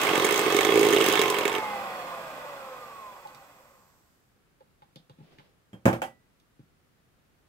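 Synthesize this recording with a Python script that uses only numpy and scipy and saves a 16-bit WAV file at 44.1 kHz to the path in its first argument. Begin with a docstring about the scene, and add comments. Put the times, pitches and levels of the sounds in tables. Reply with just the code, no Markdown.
"""Wires slap a bowl of stiff cream some fifty times a second, under the whine of an electric hand mixer.
Slaps are clicks that ring the bowl; the motor is a set of rotor tones with rush, gear song and brush hiss.
It is switched off, the beaters leave the cream and the whine falls as the motor coasts down.
The shell creaks and ticks, the cord slides, and the mixer is stood on the table with a knock,
then tips onto its heel in a quiet kitchen, heard by two microphones."""
import sys
import numpy as np
from scipy import signal
from scipy.fft import rfft, irfft, next_fast_len
from scipy.io import wavfile

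SR = 44100
rng = np.random.default_rng(int(sys.argv[2]) if len(sys.argv) > 2 else 0)


def materialize(psi):
    """Save the field psi as 16-bit PCM at rate SR to the path in sys.argv[1].

    A 1-D psi becomes a single channel; in a 2-D psi each row is a channel.
    """
    bounded = np.clip(np.atleast_2d(psi).T, -1, 1)
    quanta = np.round(bounded * 32767).astype(np.int16)
    wavfile.write(sys.argv[1], SR, quanta)


N = 329868
TIME = np.arange(N) / SR
OFF_S = 1.2  # the motor is switched off
FULL_SPEED_HZ = 270  # rotor turns per second at which the motor levels are stated

# how alike the two microphones hear the motor: [frequency_hz, likeness -1 to 1]
MOTOR_LIKENESS = [(60, .65), (250, .93), (500, .95), (1000, .7), (2000, .2), (5000, 0)]
# the same for sounds on and near the table: [frequency_hz, likeness -1 to 1]
TABLE_LIKENESS = [(150, .98), (300, .93), (600, .5), (2000, .45), (4000, 0)]
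# the same for the cord and the room: [frequency_hz, likeness -1 to 1]
ROOM_LIKENESS = [(60, .55), (250, .4), (1000, .1), (2000, 0)]
# stereo balance of the motor and the handled shell: [frequency_hz, left_minus_right_db]
MOTOR_BALANCE = [(60, -3), (180, 0.5), (550, -2), (1650, -3), (4970, -4.5), (15000, 0)]


def from_db(db):
    """Decibels to an amplitude factor."""
    return 10 ** (np.asarray(db) / 20)


def rms_one(x):
    """Scale a sound to an RMS of one over all its channels."""
    return x / np.sqrt(np.mean(x ** 2) + 1e-20)


def in_time(rows):
    """Each column of a curve at every sample."""
    s, *columns = np.transpose(rows)
    return [np.interp(TIME, s, column) for column in columns]


def at_hz(points, hz):
    """A spectrum read on a log-frequency axis."""
    knots, values = np.transpose(points)
    return np.interp(np.log(np.maximum(hz, 1)), np.log(knots), values)


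def colour(x, spectrum):
    """Causal (minimum-phase) filter with the given spectrum."""
    size = 8192
    gain = from_db(at_hz(spectrum, np.fft.rfftfreq(size, 1 / SR)))
    # folding the cepstrum forward in time gives minimum phase
    cepstrum = irfft(np.log(gain))
    cepstrum[1:size // 2] *= 2
    cepstrum[size // 2 + 1:] = 0
    kernel = irfft(np.exp(rfft(cepstrum)))[:size // 2]
    return signal.oaconvolve(x, kernel[None], axes=-1)[:, :x.shape[1]]


def resonate(x, modes):
    """Resonances ring on top of the sound that drives them."""
    out = x
    for hz, width_hz, db in modes:
        r = np.exp(-np.pi * width_hz / SR)
        poles = [1, -2 * r * np.cos(2 * np.pi * hz / SR), r * r]
        ring = signal.lfilter([1, 0, -1], poles, x + 1e-18)
        out = out + from_db(db) * (1 - r * r) / 2 * ring
    return out


def diffuse(size, likeness):
    """White noise at two microphones, as alike at each frequency as the table says."""
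    hz = np.fft.rfftfreq(next_fast_len(size) * 2, 1 / SR)
    alike = np.clip(at_hz(likeness, hz), -1, 1)
    mid, side = rfft(rng.standard_normal((2, 2 * len(alike) - 2)))
    shared = np.sqrt((1 + alike) / 2) * mid
    opposed = np.sqrt((1 - alike) / 2) * side * [[1], [-1]]
    return irfft(shared + opposed)[:, :size]


def place(x, balance, lag_ms=0.0):
    """Share each frequency between left and right; the right microphone hears it lag_ms later."""
    left = colour(x[:1], [(hz, db / 2) for hz, db in balance])[0]
    right = colour(x[1:2], [(hz, -db / 2) for hz, db in balance])[0]
    size = next_fast_len(N + SR // 10)
    delay = np.exp(-2j * np.pi * np.fft.rfftfreq(size, 1 / SR) * lag_ms / 1000)
    return np.array([left, irfft(rfft(right, size) * delay, size)[:N]])


def kitchen(likeness, early_t60, early_db, late_t60, late_db):
    """Response of the space: direct sound, a quick scatter from table and bowl, the room's tail."""
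    t = TIME[:SR // 2]
    out = np.zeros((2, len(t)))
    out[:, 0] = 1
    for t60, db in ((early_t60, early_db), (late_t60, late_db)):
        tail = diffuse(len(t), likeness) * from_db(-60 * t / t60) * np.minimum(t / 0.00075, 1)
        out += from_db(db) * rms_one(tail) / np.sqrt(len(t))
    return out


def blows(times, levels_db, response, low_hz, high_hz, scuff_s, scuff):
    """Each contact is a click and a short random scuff that set one range of a body's response ringing."""
    band = signal.butter(3, [low_hz, min(high_hz, .45 * SR)], "band", fs=SR, output="sos")
    response = signal.sosfilt(band, response)
    response = response / np.sqrt(np.mean(response[:, :SR // 100] ** 2))  # level of the first 10 ms
    t = TIME[:SR // 20]
    force = np.zeros(N + SR)
    for s, db in zip(times, levels_db):
        grains = rng.standard_normal(len(t)) ** 3 * np.exp(-t / scuff_s)
        contact = scuff * rms_one(grains) / np.sqrt(len(t))
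        contact[0] += 1
        at = max(round(s * SR), 0)
        force[at:at + len(t)] += from_db(db) * contact / np.hypot(1, scuff)
    return signal.oaconvolve(force[None, :N], response, axes=-1)[:, :N]


def drift(rate):
    """Slow chance: normal random values, rate per second, joined by straight lines."""
    knots = rng.standard_normal(4096)
    return np.interp(TIME * rate, np.arange(len(knots)), knots)


def ringing(modes):
    """Free decay of a metal part, with its own phase at each of the two microphones."""
    t = TIME[:SR // 2]
    out = 0
    for hz, db, t60 in modes:
        phase = rng.normal(0, 0.82, (2, 1))
        out = out + from_db(db - 60 * t / t60) * np.sin(2 * np.pi * hz * t + phase)
    return out


def rotor_speed():
    """Turns per second: sagging as the beaters dig in, then braked by friction and fan drag to a stop."""
    # speed under power: [time_s, turns_per_s]
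    running_curve = [(0, 283), (.4, 284), (.8, 270.7)]
    friction_hz_per_s, fan_loss_hz, fan_loss_s = 68.3, 39.4, .4
    grip_s, grip_hz_per_s = 3.15, 7  # at low speed the bearings grip harder
    running, = in_time(running_curve)
    coast_s = np.maximum(TIME - OFF_S, 0)
    friction = friction_hz_per_s * coast_s + grip_hz_per_s * np.maximum(TIME - grip_s, 0)
    fan_drag = fan_loss_hz * (1 - np.exp(-coast_s / fan_loss_s))
    return np.maximum(running - friction - fan_drag, .01)


def rotor_tones(speed, slowed, angle):
    """Multiples of the rotor speed glide through the housing's resonances; cream muffles the lower ones."""
    # tones of the rotor: [multiple_of_speed, level_db]
    orders = [(1, -1.5), (2, -11), (3, -14.5), (4, 3.5), (6, -16.5), (8, -16.5), (10, -5.5), (12, -17),
              (16, -18.5), (18, -17.5), (20, -16), (22, -19.5), (24, -11.5), (26, -16.5), (28, -17.5),
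              (30, -15), (32, -14.5), (36, -13.5), (38, -17), (48, -15), (54, -17)]
    # how the housing radiates them: [frequency_hz, gain_db]
    housing = [(60, -38), (200, -16.5), (420, -21), (480, -12), (520, -1), (580, -7.5), (700, -10),
               (850, -3.5), (950, -11.5), (1020, 0), (1080, 1), (1140, -4.5), (1260, -13), (1700, -20),
               (1950, -17), (2120, -10.5), (2250, -15.5), (2420, -14.5), (2530, -9), (2680, -19),
               (2830, -17), (3000, -22), (3320, -20.5), (3700, -19), (4400, -13.5), (4700, -23.5),
               (5070, -20.5), (5600, -25), (7000, -23.5)]
    # how hard the cream loads the motor: [time_s, load 0-1]
    load_curve = [(0, .65), (.6, .65), (.85, 1), (1.15, 1), (1.3, .3), (1.4, 0)]
    waver_db = 1.6
    load, = in_time(load_curve)
    # slack gears: from 99 down to 89 turns per second their whine loses 7 dB
    slack = np.clip((99 - speed) / 10, 0, 1)
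    # level at full speed, loss per tenfold drop of speed, loss under load (all dB)
    hum_level = -31.5 - 47 * slowed - 18.5 * load
    whine_level = -24 - 37.5 * slowed - 3 * load - 7 * slack
    commutator_level = -33 - 28 * slowed
    tones = 0
    for multiple, db in orders:
        order = round(multiple)
        level = hum_level if order <= 4 else whine_level if order <= 12 else commutator_level
        gain = from_db(level + db + at_hz(housing, order * speed) + waver_db * drift(25))
        # reflections shift the phase at each microphone, more for the short waves
        shift = np.minimum(order * speed / 2500, 1) * np.array([drift(4), drift(4)])
        tones = tones + np.sqrt(2) * gain * np.sin(order * angle + shift)
    return tones


def gear_rush(slowed, angle):
    """Gear and fan noise rings the shell, fluttering with the passing wires and fading with the speed."""
    # colour of the rush: [frequency_hz, level_db_per_hz]
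    rush_colour = [(40, -41), (130, -15), (200, -12), (430, -12), (520, -3), (680, -3.5), (830, -2),
                   (950, -4.5), (1100, -5), (1400, -9.5), (1800, -12), (2500, -15), (3200, -19),
                   (6000, -33)]
    # air and shell resonances of the housing: [frequency_hz, width_hz, gain_db]
    shell_modes = [(525, 40, -0.5), (1068, 8.9, 11), (1123, 16, 4.5), (1210, 61, 4), (1487, 89, 0),
                   (1965, 52, 1.5), (2500, 120, 2), (3400, 81, 4), (4330, 45, 0.5), (5054, 120, 5.5)]
    # the worm gear turns the four-wired beaters once in 22 rotor turns
    wire_angle = 4 * angle / 22
    noise = diffuse(N, MOTOR_LIKENESS) * (1 + 0.098 * np.sin(wire_angle))
    rush = rms_one(resonate(colour(noise, rush_colour), shell_modes))
    return rush * from_db(-29 - 46 * slowed)


def gear_song():
    """The gear case sings on one narrow resonance, beating at random and fading after the switch."""
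    # strength of the song: [time_s, level_db]
    song_curve = [(0, -41.5), (.6, -42), (.9, -47), (1.3, -48), (1.9, -59), (3.5, -80), (4.2, -110)]
    song_hz, wander_per_s = 2582, 45
    song_db, = in_time(song_curve)
    beating = np.array([drift(wander_per_s) + 1j * drift(wander_per_s) for _ in range(2)])
    beating = beating + beating.mean(axis=0)  # partly alike at the two microphones
    carrier = np.exp(2j * np.pi * song_hz * TIME)
    return from_db(song_db) * rms_one(np.real(beating * carrier))


def brush_hiss(slowed, angle):
    """Brushes rasp under current, pulsing twice a turn; a thin sizzle stays as the rotor coasts."""
    # colour of the rasp: [frequency_hz, level_db_per_hz]
    rasp_colour = [(1500, -18), (3000, 15.5), (5000, 4.5), (6200, 1.5), (8000, -10.5), (9800, -15),
                   (12000, 4), (14000, -10), (16000, -3)]
    # colour of the sizzle: [frequency_hz, level_db_per_hz]
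    sizzle_colour = [(1500, 9.5), (3000, -5), (5000, 4), (6200, 2.5), (8000, 7.5), (10000, -9), (12000, 5),
                     (14000, 3.5), (16000, -1)]
    sparks = diffuse(N, MOTOR_LIKENESS) * (1 + .2 * np.sin(2 * angle))
    rasp_level = -36 - 39.5 * np.maximum(TIME - OFF_S, 0)
    rasp = from_db(rasp_level) * rms_one(colour(sparks, rasp_colour))
    sizzle = rms_one(colour(diffuse(N, MOTOR_LIKENESS), sizzle_colour))
    return rasp + from_db(-49 - 22 * slowed) * sizzle


def motor():
    """Tones, rush and brush pulsing follow one unevenly turning rotor; the gear song holds its own pitch."""
    jitter_hz = .4  # unevenness of the rotor speed
    gear_stall_hz = 58  # below this speed the rotor tones and the rush fade further
    speed = rotor_speed()
    slowed = np.log10(FULL_SPEED_HZ / speed)
    angle = 2 * np.pi * np.cumsum(speed + jitter_hz * drift(90)) / SR
    turning = np.minimum(speed / gear_stall_hz, 1) ** 1.5
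    driven = turning * (rotor_tones(speed, slowed, angle) + gear_rush(slowed, angle))
    return place(driven + gear_song() + brush_hiss(slowed, angle), MOTOR_BALANCE, lag_ms=.15)


def slaps():
    """One uneven slap per passing wire; a hard strike replaces its neighbours. Gives s and four dB rows."""
    # wires meet the bowl sooner or later as the beaters are steered round it: [time_s, slaps_per_s]
    slap_rate = [(0, 66), (.046, 55), (.103, 45.6), (.288, 44.4), (.308, 59.8), (.404, 55), (.417, 44.7),
                 (.618, 47.8), (.715, 58.2), (.871, 51.4), (1.19, 53.2), (1.197, 46.2)]
    # force of the slaps before trims: [time_s, thud_db, clack_db, tick_db, snap_db]
    slap_force = [(0.0, -28.5, -30, -28, -29), (0.078, -28, -26.5, -37, -39),
                  (0.182, -18.5, -31, -30.5, -38.5), (0.29, -28.5, -25.5, -35.5, -32),
                  (.39, -30, -32, -36.5, -30.5), (0.435, -28, -37, -49.5, -46),
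                  (0.52, -21.5, -25.5, -31, -35), (0.6, -21, -23, -23.5, -34.5),
                  (.69, -22, -31.5, -33, -40.5), (0.79, -17, -29.5, -33.5, -31.5),
                  (.95, -21, -29.5, -33.5, -34.5), (1.114, -24, -25.5, -29.5, -33.5),
                  (1.25, -24.5, -27, -33.5, -38.5), (1.43, -31.5, -35, -39.5, -43)]
    # a wire catches the bowl squarely, before trims: [time_s, thud_db, clack_db, tick_db, snap_db]
    hard = np.array([(0.1551, -21, -26.5, -29.5, -32), (0.177, -19.5, -32, -32, -34.5),
                     (0.198, -21.5, -31.5, -28, -36.5), (0.245, -21.5, -26.5, -32, -30.5),
                     (0.25, -31.5, -35.5, -30, -27), (.323, -22.5, -34, -33.5, -31),
                     (0.377, -27.5, -32.5, -32.5, -28.5), (0.392, -25.5, -30, -35, -29.5),
                     (.463, -22.5, -34, -40, -40.5), (0.5019, -23, -26.5, -30, -36),
                     (.523, -20.5, -27, -29, -34.5), (0.5454, -19, -27.5, -25.5, -34),
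                     (.5655, -23.5, -32.5, -30.5, -29), (0.608, -28, -25.5, -21, -30.5),
                     (0.63, -23, -28, -29.5, -38), (0.6488, -20.5, -26.5, -29.5, -29.5),
                     (.689, -19.5, -26.5, -34.5, -42), (.83, -16.5, -28, -33, -33),
                     (.849, -19, -27, -30.5, -32), (0.866, -20.5, -28, -30.5, -33),
                     (.926, -19, -26, -33.5, -33), (0.9332, -21.5, -27.5, -33.5, -32),
                     (0.963, -20, -27, -24, -32.5), (1.004, -24.5, -28, -31, -36),
                     (1.011, -22, -28.5, -31.5, -32.5), (1.062, -19.5, -24, -24.5, -26),
                     (1.085, -19, -29.5, -27, -26.5), (1.1166, -26, -28, -24, -39),
                     (1.124, -31, -32.5, -39, -28), (1.1923, -21.5, -25.5, -23.5, -31),
                     (1.2152, -27.5, -25.5, -20, -28), (1.3, -26.5, -29.5, -29.5, -30),
                     (1.3851, -29, -29, -34, -31.5), (1.453, -24.5, -25.5, -25.5, -33.5),
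                     (1.4783, -29, -27.5, -33.5, -34.5), (1.527, -38.5, -36, -33, -39.5),
                     (1.551, -35.5, -33.5, -35, -39.5)])
    lift_s = 1.6  # the beaters lift out of the cream
    # while pressed deepest, the second beater often hits just after the first
    deep_from_s, deep_to_s, second_share = 0.71, 1.3, .3
    second_lag_s, second_db = .008, -7.5
    rate, = in_time(slap_rate)
    s = TIME[1:][np.diff(np.floor(np.cumsum(rate) / SR)) > 0]
    chance = rng.random(len(s))
    # spread of each slap: time in s (cream makes it early or late), then thud, clack, tick, snap in dB
    scatter = rng.standard_normal((len(s), 5)) * [.0004, .8, 1, 3.5, 1.5]
    force = np.transpose(in_time(slap_force))[(s * SR).astype(int)]
    rows = np.column_stack([s, force]) + scatter
    gap_s = np.abs(s[:, None] - hard[:, 0]).min(axis=1)
    plain = (s < lift_s) & (gap_s > .005)
    doubled = (s > deep_from_s) & (s < deep_to_s) & (chance < second_share)
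    seconds = rows[doubled] + [second_lag_s, second_db, second_db, second_db, second_db]
    return np.vstack([hard, rows[plain], seconds]).T


def beaters():
    """Wires thud and clack on the bowl, shafts tick and clink in their sockets, cream churns between."""
    # how alike the microphones hear the bowl: [frequency_hz, likeness -1 to 1]
    bowl_likeness = [(100, .95), (400, .97), (550, .9), (900, .55), (2000, .47), (4000, .25), (8000, .05),
                     (14000, -.05)]
    # the cream-filled bowl, broad shape: [frequency_hz, level_db_per_hz]
    bowl_colour = [(40, -45), (80, -19), (150, -4.5), (240, -7.5), (400, -4), (520, -7), (850, -5.5),
                   (1500, -7), (2200, -11), (2420, -11.5), (2700, -8.5), (3500, -11.5), (4300, -17.5),
                   (8000, -14), (9500, -19.5), (15500, -20)]
    # bowl and beater resonances: [frequency_hz, width_hz, gain_db]
    bowl_modes = [(330, 59, 10), (409, 51, 14.5), (742, 61, 2), (1070, 21, -5.5), (1733, 140, -3),
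                  (2095, 86, 14), (2177, 52, 8.5), (2577, 55, 10.5), (2840, 65, 0), (3260, 140, 9),
                  (4160, 63, 1.5), (5000, 110, 5), (8175, 220, 5)]
    # the first beater's shaft ticks in its socket: [frequency_hz, width_hz, gain_db]
    socket_modes = [(3316, 130, 22.5), (3620, 200, 18)]
    # the second beater's shaft rings a little lower: [frequency_hz, width_hz, gain_db]
    clink_modes = [(2856, 130, 18.5), (3050, 140, 19.5)]
    # it jumps in its socket and clinks: [time_s, level_db]
    clinks = [(.11, -34.5), (.896, -33.5), (0.9336, -33), (.972, -28), (1.0112, -25), (1.05, -33),
              (1.1245, -35.5), (1.143, -29.5), (1.162, -34), (1.204, -32.5), (1.352, -32), (1.4157, -36),
              (1.4354, -34), (1.551, -29)]
    # stereo balance at the bowl: [frequency_hz, left_minus_right_db]
    bowl_balance = [(60, -3.5), (130, 1.5), (290, -3.5), (640, -5.5), (1410, -6.5), (3100, -7), (6820, -7),
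                    (15000, 4.5)]
    thud_lag_s = .0012  # the bowl gives way a moment after the wire touches it

    open_space = kitchen(bowl_likeness, early_t60=0.039, early_db=-0.5, late_t60=0.11, late_db=1.0)
    dull_space = kitchen(bowl_likeness, early_t60=0.016, early_db=-14.0, late_t60=0.12, late_db=-13.5)
    bright_space = kitchen(bowl_likeness, early_t60=0.018, early_db=9.0, late_t60=0.071, late_db=7.5)
    shafts = kitchen(bowl_likeness, early_t60=0.026, early_db=-2.0, late_t60=0.15, late_db=-8.5)
    bowl = resonate(colour(open_space, bowl_colour), bowl_modes)
    damped = resonate(colour(dull_space, bowl_colour), bowl_modes)
    scattered = colour(bright_space, bowl_colour)
    socket, clinking = resonate(shafts, socket_modes), resonate(shafts, clink_modes)

    # cream churns round the beaters and dies away once the motor is off
    churn_level = -32.5 - 38 * np.maximum(TIME - OFF_S, 0)
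    cream = diffuse(N, bowl_likeness) * from_db(2.3 * drift(300))
    churn = from_db(churn_level) * rms_one(resonate(colour(cream, bowl_colour), bowl_modes))

    s, thud_db, clack_db, tick_db, snap_db = slaps()
    clink_s, clink_db = np.transpose(clinks)
    thud = blows(s + thud_lag_s, thud_db - 1.13, damped, 75, 600, scuff_s=0.003, scuff=0.55)
    clack = blows(s, clack_db, bowl, 550, 2700, scuff_s=0.002, scuff=1.3)
    tick = blows(s, tick_db - 4.5, socket, 2500, 3900, scuff_s=0.0022, scuff=0.88)
    clink = blows(clink_s, clink_db, clinking, 1800, 3900, scuff_s=0.0017, scuff=0.47)
    snap = blows(s, snap_db - 1.0, scattered, 4000, 18000, scuff_s=0.0014, scuff=2.4)
    return place(thud + clack + tick + clink + snap + churn, bowl_balance)


def knocks():
    """The mixer is stood down: the table thumps, the shell clicks and rings hollow, beaters and frame ring on."""
    # it touches down, lands, rocks and settles; levels before trims:
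    # [time_s, click_db, thump_db, body_db, hollow_db, steel_ring_db]
    landings = [(5.731, -53, -44, -53.5, -58, -37.5), (5.741, -60, -41, -66, -72, -55),
                (5.8548, -22, -18, -19.5, -26.5, -40.5), (5.8637, -40, -13.5, -33, -35, -41.5),
                (5.88, -30, -22, -27, -22, -48), (5.929, -32.5, -29, -30.5, -38, -49.5),
                (6.0182, -29.5, -64, -32, -26, -44), (6.026, -37, -39.5, -48, -44, -30)]
    # mixer body on the table, broad shape: [frequency_hz, level_db_per_hz]
    table_colour = [(25, -8.5), (65, -2), (130, 8), (240, -0.5), (450, -4), (700, -4.5), (1100, -5.5),
                    (1600, -8), (2800, -21), (4000, -33), (7500, -34), (11000, -35), (15500, -39)]
    # the table top's own modes: [frequency_hz, width_hz, gain_db]
    table_modes = [(125, 41, -24.5), (248, 76, 3), (336.5, 16, 6.5), (537, 38, 7.5), (614, 35, 1),
                   (767, 54, -1)]
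    # the hollow housing rings when its heel meets the table: [frequency_hz, width_hz, gain_db]
    heel_modes = [(636, 35, 7), (770, 45, 27.5), (862, 50, 22.5), (1087, 50, 11), (1310, 100, 15)]
    # ring of the steel beaters: [frequency_hz, level_db, t60_s]
    steel_modes = [(3194, -1, 0.14), (7230, -11, 0.1)]
    # the motor frame rings on after the heel's blow: [frequency_hz, level_db, t60_s]
    frame_modes = [(1965, 0, 0.42), (2660, -8.5, 0.18)]
    # stereo balance at the table: [frequency_hz, left_minus_right_db]
    table_balance = [(60, 1), (150, -2.5), (380, -1), (950, -2.5), (2380, -3.5), (5980, -4.5), (15000, 1.5)]
    heel_s, frame_db = 6.0182, -52

    heavy_space = kitchen(TABLE_LIKENESS, early_t60=0.19, early_db=-1.5, late_t60=0.42, late_db=-7.5)
    light_space = kitchen(TABLE_LIKENESS, early_t60=0.0041, early_db=8.5, late_t60=0.19, late_db=16.0)
    heel_space = kitchen(TABLE_LIKENESS, early_t60=0.03, early_db=-5.0, late_t60=0.16, late_db=0.5)
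    heavy = resonate(colour(heavy_space, table_colour), table_modes)
    light = resonate(colour(light_space, table_colour), table_modes)
    heel = resonate(heel_space, heel_modes)

    s, click_db, thump_db, body_db, hollow_db, ring_db = np.transpose(landings)
    thump = blows(s, thump_db - 1.5, heavy, 32, 540, scuff_s=0.0017, scuff=0.3)
    body = blows(s, body_db, light, 480, 2600, scuff_s=.003, scuff=0.17)
    hollow = blows(s, hollow_db - 4.0, heel, 600, 1700, scuff_s=0.0015, scuff=0.9)
    click = blows(s, click_db - 9.0, light, 2997, 18000, scuff_s=0.0014, scuff=0.38)
    steel = blows(s, ring_db - 22.0, ringing(steel_modes), 2700, 9000, scuff_s=0.001867, scuff=0.075)
    frame = blows([heel_s], [frame_db], ringing(frame_modes), 1500, 3100, scuff_s=0.0028, scuff=0.1)
    landing = place(thump + body + hollow + click + steel, table_balance, lag_ms=0.24)
    return landing + place(frame, table_balance)


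def handling():
    """Creaks, small dry ticks and soft bumps, each ringing ranges of the hand-held plastic shell."""
    # the mixer creaks, ticks and bumps in the hand; levels before trims: # [time_s, thump_db, hollow_db,
    # body_db, clack_db, rattle_db, click_db]
    touches = [(3.251, -65, -59, -43.5, -69, -74, -63), (3.272, -74, -66, -51, -68, -65, -44.5),
               (3.3469, -58, -63, -57, -56, -71, -42), (4.606, -90, -50.5, -54.5, -72, -73, -74),
               (4.82, -71, -63, -55, -64, -67, -68), (4.958, -50, -46, -57, -63, -49.5, -42.5),
               (5.096, -56, -46, -54, -63, -61, -55), (5.185, -51, -61, -74, -76, -79, -70),
               (5.204, -42.5, -56, -70, -76, -79, -80), (5.385, -56, -62, -59, -58, -62, -56),
               (5.395, -66, -60, -57, -58.5, -76, -64), (6.399, -85, -84, -82, -78, -74, -57),
               (6.593, -50, -64, -78, -77, -78, -76)]
    # the hand-held shell, broad shape: [frequency_hz, level_db_per_hz]
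    plastic_colour = [(40, -34), (100, 9), (150, 19), (200, 12), (330, 2.5), (550, -5.5), (850, 3),
                      (1600, -4.5), (3000, -8), (4400, -8), (6000, -19), (9000, -24), (15500, -29)]
    # resonances of the shell: [frequency_hz, width_hz, gain_db]
    plastic_modes = [(213, 11, -5), (530, 55, 10), (816, 95, 13), (3430, 550, 1)]
    space = kitchen(TABLE_LIKENESS, early_t60=.04, early_db=0.0, late_t60=.22, late_db=-3.0)
    shell = resonate(colour(space, plastic_colour), plastic_modes)
    s, thump_db, hollow_db, body_db, clack_db, rattle_db, click_db = np.transpose(touches)
    thump = blows(s, thump_db, shell, 60, 320, scuff_s=0.006, scuff=0.9)
    hollow = blows(s, hollow_db - 6.0, shell, 415, 710, scuff_s=0.0037, scuff=0.57)
    body = blows(s, body_db, shell, 540, 1090, scuff_s=0.0015, scuff=0.73)
    clack = blows(s, clack_db, shell, 1460, 2900, scuff_s=0.0035, scuff=3.3)
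    rattle = blows(s, rattle_db, shell, 3000, 5600, scuff_s=0.015, scuff=0.81)
    click = blows(s, click_db - 11.5, shell, 4600, 17000, scuff_s=0.0014, scuff=1.0)
    return place(thump + hollow + body + clack + rattle + click, MOTOR_BALANCE, lag_ms=0.46)


def sliding_cord():
    """The cord slides over the table: coloured friction noise of uneven strength."""
    # strength of the slide: [time_s, level_db]
    slide = [(5.1, -100), (5.22, -64), (5.32, -60.5), (5.42, -61.5), (5.52, -71.5), (5.62, -100)]
    # colour of the friction: [frequency_hz, level_db_per_hz]
    cord_colour = [(100, 5), (500, 8.5), (1000, -5), (3000, -4.5), (5000, -10.5), (7000, -22.5),
                   (15000, -27.5)]
    slide_db, = in_time(slide)
    friction = rms_one(colour(diffuse(N, ROOM_LIKENESS), cord_colour))
    return from_db(slide_db + 2.5 * drift(50)) * friction


def quiet_room():
    """Steady, faint room noise, strongest in the bass."""
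    # colour of the quiet: [frequency_hz, level_db_per_hz]
    quiet_colour = [(15, -41), (25, -9), (107, -5.5), (140, -4.5), (313, -12), (421, -13), (523, -14),
                    (598, -17.5), (703, -16.5), (919, -19.5), (1300, -17.5), (5880, -30.5), (15500, -33.5)]
    return from_db(-67) * rms_one(colour(diffuse(N, ROOM_LIKENESS), quiet_colour))


def scene():
    """Mixer, bowl, knocks, handling, sliding cord and the quiet room."""
    return motor() + beaters() + knocks() + handling() + sliding_cord() + quiet_room()


def record(dry):
    """The top is cut steeply above 15.7 kHz."""
    steep_cut = signal.ellip(10, .2, 80, 15700, fs=SR, output="sos")
    return signal.sosfilt(steep_cut, dry)


dry = scene()
out = record(dry)
materialize(out)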